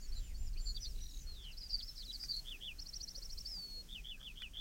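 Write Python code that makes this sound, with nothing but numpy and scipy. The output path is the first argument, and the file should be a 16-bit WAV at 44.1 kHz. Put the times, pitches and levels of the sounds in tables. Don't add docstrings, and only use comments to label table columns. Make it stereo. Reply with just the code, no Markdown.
import sys
import numpy as np
from scipy import signal
from scipy.fft import rfft, irfft, next_fast_len
from scipy.io import wavfile

SR = 44100
rng = np.random.default_rng(int(sys.argv[2]) if len(sys.argv) > 2 else 0)


def transcribe(signal):
    frames = np.atleast_2d(signal).T
    limited = np.clip(frames, -1, 1)
    pcm = np.round(limited * 32767).astype(np.int16)
    wavfile.write(sys.argv[1], SR, pcm)


N = 202967
TIME = np.arange(N) / SR

BREEZE_DB, GUST_DB = -52, -40
GUST_ATTACK_S, GUST_HOLD_S, GUST_RELEASE_S = .13, .77, 0.51
# (frequency [Hz], relative density [dB per Hz])
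GUST_SPECTRUM = [(18, 5.5), (28, 5), (40, 0), (60, -9), (85, -16), (115, -36), (160, -52)]
# (frequency [Hz], relative density [dB per Hz])
MOOR_SPECTRUM = [(100, -0.5), (150, 3.5), (200, -1.5), (300, -6.5), (500, -9.5), (750, -12), (1000, -17),
                 (1500, -13), (2200, -14), (3500, -13), (5000, -26)]
MOOR_DB = -65
# (frequency [Hz], relative density [dB per Hz])
HISS_SPECTRUM = [(2000, -41), (3600, -4), (5200, 6), (6500, 12), (8000, 2.5), (10000, -2), (13000, -3),
                 (15500, 1)]
# (time [s], level before its lift [dB])
HISS_CURVE = [(0.0, -71), (0.55, -73.5), (0.91, -68.5), (1.43, -72.5), (2.28, -66.5), (2.68, -71.5),
              (3.51, -67.5), (4.05, -73.5), (4.6, -73.5)]
# (frequency [Hz], left-right correlation [-1 to 1])
EAR_LIKENESS = [(30, 1), (120, 0.96), (250, 0.87), (500, 0.13), (1000, 0.017), (2000, 0.11), (5000, 0.13),
                (12000, 0.49)]

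BUZZ_CYCLE_S, BUZZ_S_PER_HZ = .005, 1.15e-5

# (time [s], length [s], start [Hz], middle [Hz], end [Hz], level [dB])
NEIGHBOUR_NOTES = [ (.002, 0.069, 6000, 7110, 6140, -54.5), (0.119, 0.027, 4230, 4530, 4980, -51.5),
                   (0.151, 0.055, 6950, 7230, 7350, -55), (0.213, 0.094, 7320, 7200, 6900, -58.5),
                   (0.343, 0.03, 4430, 4450, 5000, -56.5), (0.368, .130, 7030, 7200, 6880, -56),
                   (0.571, 0.018, 4230, 4590, 4960, -50.5), (0.6, 0.14, 7080, 7260, 6800, -51),
                   (0.801, 0.057, 5840, 5910, 5870, -48.5), (0.872, .06, 5900, 5400, 4520, -56),
                   (1.005, 0.06, 5600, 5860, 5700, -52.5), (1.073, 0.044, 5640, 5610, 4570, -57),
                   (1.17, 0.078, 6200, 6850, 7320, -58), (2.32, .065, 6900, 7060, 7050, -65)]
SWEEP_START_S, SWEEP_STEP_S = 1.333, .0883
SWEEP_FIRST_DB, SWEEP_GROWTH_DB, SWEEP_FULL_DB = -62, 3, -51.5

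# (time [s], length [s], start [Hz], middle [Hz], end [Hz], level [dB], buzz depth [Hz])
WARBLE_NOTES = [ (0.016, 0.044, 4750, 4520, 4480, -59, 60), (.075, .026, 5700, 5500, 5240, -61, 60),
                (0.146, 0.05, 4410, 4250, 4170, -56, 400), (0.196, 0.14, 3630, 2944, 1980, -69, 348),
                (.463, .022, 5960, 5230, 4900, -58, 150), (0.53, 0.0077, 5100, 4400, 4180, -56.5, 0),
                (0.555, .024, 2420, 2700, 3280, -63, 200), (.582, 0.029, 4850, 4550, 4520, -55, 200),
                (.654, 0.063, 4740, 4467, 4535, -46.5, 250), (.746, .019, 4570, 4630, 4620, -41, 0),
                (.757, 0.022, 4700, 3630, 3450, -49, 107), (0.813, .047, 5390, 4990, 4340, -46.5, 180),
                (0.847, 0.029, 3210, 4270, 4140, -49, 93), (1.098, 0.15, 6930, 6620, 5950, -62, 350),
                (1.261, .08, 4310, 4290, 4030, -55.5, 0), (1.337, .11, 4090, 3540, 3400, -59, 160),
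                (1.410, .105, 3310, 3124, 2713, -54.5, 170), (1.566, 0.023, 4050, 5230, 5570, -51, 150),
                (1.597, 0.073, 4930, 4957, 4760, -51.5, 115), (1.693, 0.023, 4620, 4950, 5150, -44.5, 450),
                (1.721, .037, 4950, 4676, 4586, -37, 67), (1.777, 0.022, 4720, 4760, 4430, -47.5, 130),
                (1.797, .010, 4570, 3780, 3070, -48.5, 0), (1.816, .025, 3990, 5050, 5140, -46, 280),
                (1.85, .068, 5410, 5340, 5190, -50, 0), (1.968, 0.055, 5550, 4730, 3900, -49, 272),
                (2.02, 0.017, 2980, 3420, 3800, -54, 0), (2.079, .03, 3850, 3930, 3950, -46.5, 0),
                (2.105, 0.0096, 4030, 3410, 3130, -49, 0), (2.125, 0.034, 5030, 4740, 4400, -43, 168),
                (2.192, .064, 4910, 4987, 4710, -44.5, 278), (2.227, .03, 5700, 6000, 5700, -55.5, 400),
                (2.282, 0.038, 4420, 4775, 4300, -38.5, 92), (2.311, 0.049, 4260, 4290, 4420, -41, 195),
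                (2.340, .055, 4320, 4400, 4320, -41, 136), (3.449, 0.0098, 4780, 4640, 4270, -42, 0)]
# (time [s], relative level [dB])
REFLECTION_CURVE = [(0, 1), (.75, 4.5), (2.3, 5.5), (2.85, 9.5), (3.25, 2), (3.5, 11), (3.75, 8), (3.95, 2)]
REFLECTION_DELAY_S = 0.0081

# (time [s], length [s], band pitch [Hz], level [dB])
TURF_SCUFFS = [(0.916, 0.082, 387, -75.5), (3.158, 0.038, 474, -68), (3.557, 0.046, 734, -73.5),
               (3.592, 0.1, 378, -75.5), (4.165, 0.033, 1490, -73.5), (4.541, 0.041, 1800, -76)]

RATTLE_START_S, RATTLE_STEP_S = 0.95, .0262
RATTLE_DB, RATTLE_ENDS_DB = -55, -5

# (time [s], level before sharing between crack and ring [dB],
# brightness [0 ring to 1 crack], modes ring only above [Hz])
TWIG_SNAPS = [(2.2367, -40.5, 0.4, 600), (2.366, -41, 0.97, 600), (4.4204, -35.5, 0.14, 1300)]
# (frequency [Hz], level against the snap [dB], t60 [s])
WOOD_MODES = [(770, -20, 0.045), (1515, -11, 0.019), (1935, -11.5, 0.036), (2430, -8.5, 0.027),
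              (4180, -12, 0.0088), (5000, -14, 0.0064)]

# (time [s], buzz reference level [dB], fall reference level [dB], buzz raised by [Hz])
SLUR_CALLS = [(2.442, -47, -48, 33), (2.600, -46, -45, -13), (3.879, -51.5, -47.5, 149),
              (4.037, -47, -48.5, 4), (4.195, -50.5, -49, -25), (4.354, -48.5, -45.5, -46),
              (4.532, -44, -53, -32)]

# (time [s], flick level [dB], slide level [dB], raised by [Hz])
CHIRP_CALLS = [(2.778, -44, -46.5, -60), (2.849, -47, -47.5, -30), (2.922, -43, -42.5, 60),
               (2.995, -43.5, -42, 130), (3.068, -43.5, -47.5, 50), (3.141, -44, -47, 22),
               (3.213, -46, -47, 20), (3.288, -47, -46, -20), (3.366, -45, -45.5, -40)]

WHISTLE_START_S, WHISTLE_LENGTH_S = 3.460, 0.355
WHISTLE_START_DB, WHISTLE_FADE_DB_PER_S = -43.5, -29.5
CREST_S, CREST_WIDTH_S = .021, .066
CREST_HZ, SETTLED_HZ = 5420, 4260
SCOOP_HZ, SCOOP_S = 350, .008
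FLUTTER_HZ, FLUTTER_AT_S, FLUTTER_WIDTH_S = 198, 0.032, 0.022

CUTOFF_HZ = 15900


def from_db(db):
    return 10 ** (np.asarray(db) / 20)


def rms_one(x):
    return x / np.sqrt(np.mean(x ** 2) + 1e-20)


def in_time(rows):
    s, level_db = np.transpose(rows)
    return np.interp(TIME, s, level_db)


def at_hz(points, hz):
    point_hz, value = np.transpose(points)
    return np.interp(np.log(hz), np.log(point_hz), value)


def drift(rate, t):
    return np.interp(t * rate, np.arange(4096), rng.standard_normal(4096))


def delayed(x, s):
    size = next_fast_len(N + 4096)
    turns = np.arange(size // 2 + 1) * s / size * SR
    return irfft(rfft(x, size) * np.exp(-2j * np.pi * turns), size)[:N]


def bandpass(x, low_hz, high_hz):
    return signal.sosfilt(signal.butter(2, [low_hz, high_hz], "band", fs=SR, output="sos"), x)


def add(track, s, sound):
    i = max(0, round(s * SR))
    track[i:i + len(sound)] += sound[:N - i]


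def banded_noise(spectrum, low_hz, high_hz, patchy_db):
    count = round(2 * np.log2(high_hz / low_hz))
    edges = np.geomspace(low_hz, min(high_hz, SR / 2.2), count + 1)
    white = rng.standard_normal((2, 2, N + SR // 4))
    out = 0
    for k, (low, high) in enumerate(zip(edges, edges[1:])):
        mid, side = bandpass(white[k % 2], low, high)[:, -N:]
        hz = np.sqrt(low * high)
        alike = np.clip(at_hz(EAR_LIKENESS, hz), -1, .997)
        gain = from_db(at_hz(spectrum, hz) + patchy_db * drift(14, TIME))
        out = out + gain * (np.sqrt(1 + alike) * mid + np.sqrt(1 - alike) * side * [[1], [-1]])
    return rms_one(out)


def wind_gust(lumpy_db=2, lumps_per_s=14):
    dying = np.exp(-np.maximum(TIME - GUST_ATTACK_S - GUST_HOLD_S, 0) / GUST_RELEASE_S)
    strength = np.minimum(TIME / GUST_ATTACK_S, dying)
    level_db = BREEZE_DB + (GUST_DB - BREEZE_DB) * strength
    level_db = level_db + lumpy_db * drift(lumps_per_s, TIME)
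    return from_db(level_db) * banded_noise(GUST_SPECTRUM, 18.82, 159.5, patchy_db=.5)


def moor_hush():
    return from_db(MOOR_DB) * banded_noise(MOOR_SPECTRUM, 112.6, 4700, patchy_db=3.0)


def high_hiss(lift_db=8.0):
    level = from_db(in_time(HISS_CURVE) + lift_db)
    return level * banded_noise(HISS_SPECTRUM, 1490, 20000, patchy_db=0.83)


def syrinx(hz, wobble_hz=26, shimmer_db=1.6):
    t = np.arange(len(hz)) / SR
    hz = hz + wobble_hz * drift(395.6, t)
    strength = np.sqrt(2) * from_db(shimmer_db * drift(220, t))
    return strength * np.sin(2 * np.pi * np.cumsum(hz) / SR)


def note(length, start_hz, middle_hz, end_hz, db, buzz_hz=0, pulsing=0.37, edge=0.39, spiky=0.38):
    t = np.arange(int(length * SR)) / SR
    u = t / length
    arch = np.polyval(np.polyfit([0, .5, 1], [start_hz, middle_hz, end_hz], 2), u)
    cycle_s = BUZZ_CYCLE_S + BUZZ_S_PER_HZ * buzz_hz
    phase = 2 * np.pi * t / cycle_s + .35 * drift(100, t)
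    swing = np.sin(phase) - spiky * np.cos(2 * phase)
    swing = swing * (buzz_hz > 50)
    envelope = np.sin(np.pi * u) ** edge * (1 - pulsing * swing)
    return from_db(db) * envelope * syrinx(arch + buzz_hz * swing)


def neighbour(echo_db=-11, count=10):
    song = np.zeros(N)
    for s, *shape in NEIGHBOUR_NOTES:
        add(song, s, note(*shape))
    for k in range(count):
        db = min(SWEEP_FIRST_DB + k * SWEEP_GROWTH_DB, SWEEP_FULL_DB)
        add(song, SWEEP_START_S + k * SWEEP_STEP_S, note(.043, 6150, 4430, 3955, db, edge=0.57))
    return song + from_db(echo_db) * delayed(song, .0029)


def skylark():
    song = rattle()
    for s, *shape in WARBLE_NOTES:
        add(song, s, note(*shape))
    for s, *shape in SLUR_CALLS:
        add(song, s, slur(*shape))
    for s, *shape in CHIRP_CALLS:
        add(song, s, chirp(*shape))
    add(song, WHISTLE_START_S, whistle())
    echo = from_db(in_time(REFLECTION_CURVE))
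    both_paths = song + echo * delayed(song, REFLECTION_DELAY_S)
    return both_paths / np.sqrt(1 + echo ** 2)


def hooves():
    out = np.zeros(N)
    for s, length, hz, db in TURF_SCUFFS:
        size = int(length * SR)
        grass = rng.standard_normal(size) * np.hanning(size)
        add(out, s, from_db(db) * rms_one(bandpass(grass, hz / 1.03, hz * 1.185)))
    return out


def rattle(count=10):
    out = np.zeros(N)
    for k, place in enumerate(np.linspace(-1, 1, count)):
        db = RATTLE_DB + RATTLE_ENDS_DB * place ** 2
        add(out, RATTLE_START_S + k * RATTLE_STEP_S, note(.009, 3500, 4000, 4400, db, buzz_hz=150))
    return out


def twigs(crack_s=0.0022):
    cracks = np.zeros(N)
    t = np.arange(SR // 100) / SR
    for s, db, bright, _ in TWIG_SNAPS:
        burst = rng.standard_normal(len(t)) * np.exp(-t / crack_s)
        add(cracks, s, from_db(db) * bright * burst)
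    out = bandpass(cracks + 1e-18, 4200, 11000)
    t = np.arange(SR // 10) / SR
    for s, db, bright, lowest_hz in TWIG_SNAPS:
        for k, (hz, mode_db, t60) in enumerate(WOOD_MODES):
            if hz > lowest_hz:
                ring = 1000 ** (-t / t60) * np.sin(2 * np.pi * hz * t)
                sign = (-1) ** k
                add(out, s, sign * (1 - min(bright, 1)) * from_db(db + mode_db) * ring)
    return out


def slur(buzz_db, fall_db, raised_hz, rate=128, rise_hz=720, pulsing=0.84, uneven_db=2):
    t = np.arange(int(.126 * SR)) / SR
    knots_s = [0, .012, .038, .064, .076, .091, .111, .126]
    pitch = np.interp(t, knots_s, [3243, 3180, 3403, 3504, 3037, 2736, 2530, 2350])
    buzz_part_db = [buzz_db - 12, buzz_db - 2.5, buzz_db, buzz_db - 2.0]
    fall_part_db = [fall_db + 4, fall_db - 4.5, fall_db - 5.5, fall_db - 23]
    level_db = np.interp(t, knots_s, buzz_part_db + fall_part_db)
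    buzz = np.interp(t, [.04, .066], [1, 0])
    cycle = (rate * t + 0.17 * drift(74.4, t)) % 1
    gate = 1 - pulsing * buzz * np.cos(np.pi * cycle) ** 2
    level_db = level_db + uneven_db * buzz * drift(rate, t)
    pitch = pitch + buzz * (raised_hz + rise_hz * (cycle - .5))
    return from_db(level_db) * gate * syrinx(pitch)


def chirp(flick_db, slide_db, raised_hz, gap_s=.009):
    u = np.linspace(0, 1, int(.0205 * SR))
    pitch = 4120 + (2300 + raised_hz) * u ** 3.57
    flick = np.sin(np.pi * u ** 1.74).clip(0) ** 0.99 * syrinx(pitch)
    slide = note(0.018, 6200 + raised_hz, 5520 + raised_hz, 5080, slide_db, edge=1.1)
    return np.concatenate([from_db(flick_db) * flick, np.zeros(int(gap_s * SR)), slide])


def whistle(attack_s=0.0025, release_s=0.009):
    t = np.arange(int(WHISTLE_LENGTH_S * SR)) / SR
    crest = (CREST_HZ - SETTLED_HZ) / (1 + ((t - CREST_S) / CREST_WIDTH_S) ** 2)
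    pitch = SETTLED_HZ + crest - SCOOP_HZ * np.exp(-t / SCOOP_S)
    flutter = np.exp(-((t - FLUTTER_AT_S) / FLUTTER_WIDTH_S) ** 4)
    throb = 1 - flutter * np.sin(np.pi * FLUTTER_HZ * t) ** 2
    envelope = np.clip(np.minimum(t / attack_s, (t[-1] - t) / release_s), 0, 1)
    level = from_db(WHISTLE_START_DB + WHISTLE_FADE_DB_PER_S * t)
    return level * envelope * throb * syrinx(pitch, wobble_hz=2.9, shimmer_db=.7)


def diffuse_tail(x, t60):
    t = np.arange(SR // 2) / SR
    tail = rng.standard_normal((2, len(t))) * from_db(-60 * t / t60) * (t > .004)
    tail /= np.sqrt(np.sum(tail ** 2, axis=1, keepdims=True))
    return signal.fftconvolve(x[None], tail, axes=1)[:, :N]


def placed(x, lag_us, pan_db):
    left = x * from_db(pan_db / 2)
    right = delayed(x, lag_us / 1e6) * from_db(-pan_db / 2)
    return np.array([left, right])


def scene():
    background = wind_gust() + moor_hush() + high_hiss()
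    other, lark, pony = neighbour(), skylark(), hooves() + twigs()
    direct = placed(lark, lag_us=21.6, pan_db=-0.1)
    direct += placed(other, lag_us=-51.0, pan_db=-1.0) * from_db(-1.0)
    direct += placed(pony, lag_us=5, pan_db=2.0)
    tail = from_db(-14.5) * diffuse_tail(lark + other + pony, t60=.17)
    return direct + tail + background


def record(dry):
    return signal.sosfilt(signal.ellip(12, .1, 80, CUTOFF_HZ, fs=SR, output="sos"), dry)


dry = scene()
out = record(dry)
transcribe(out)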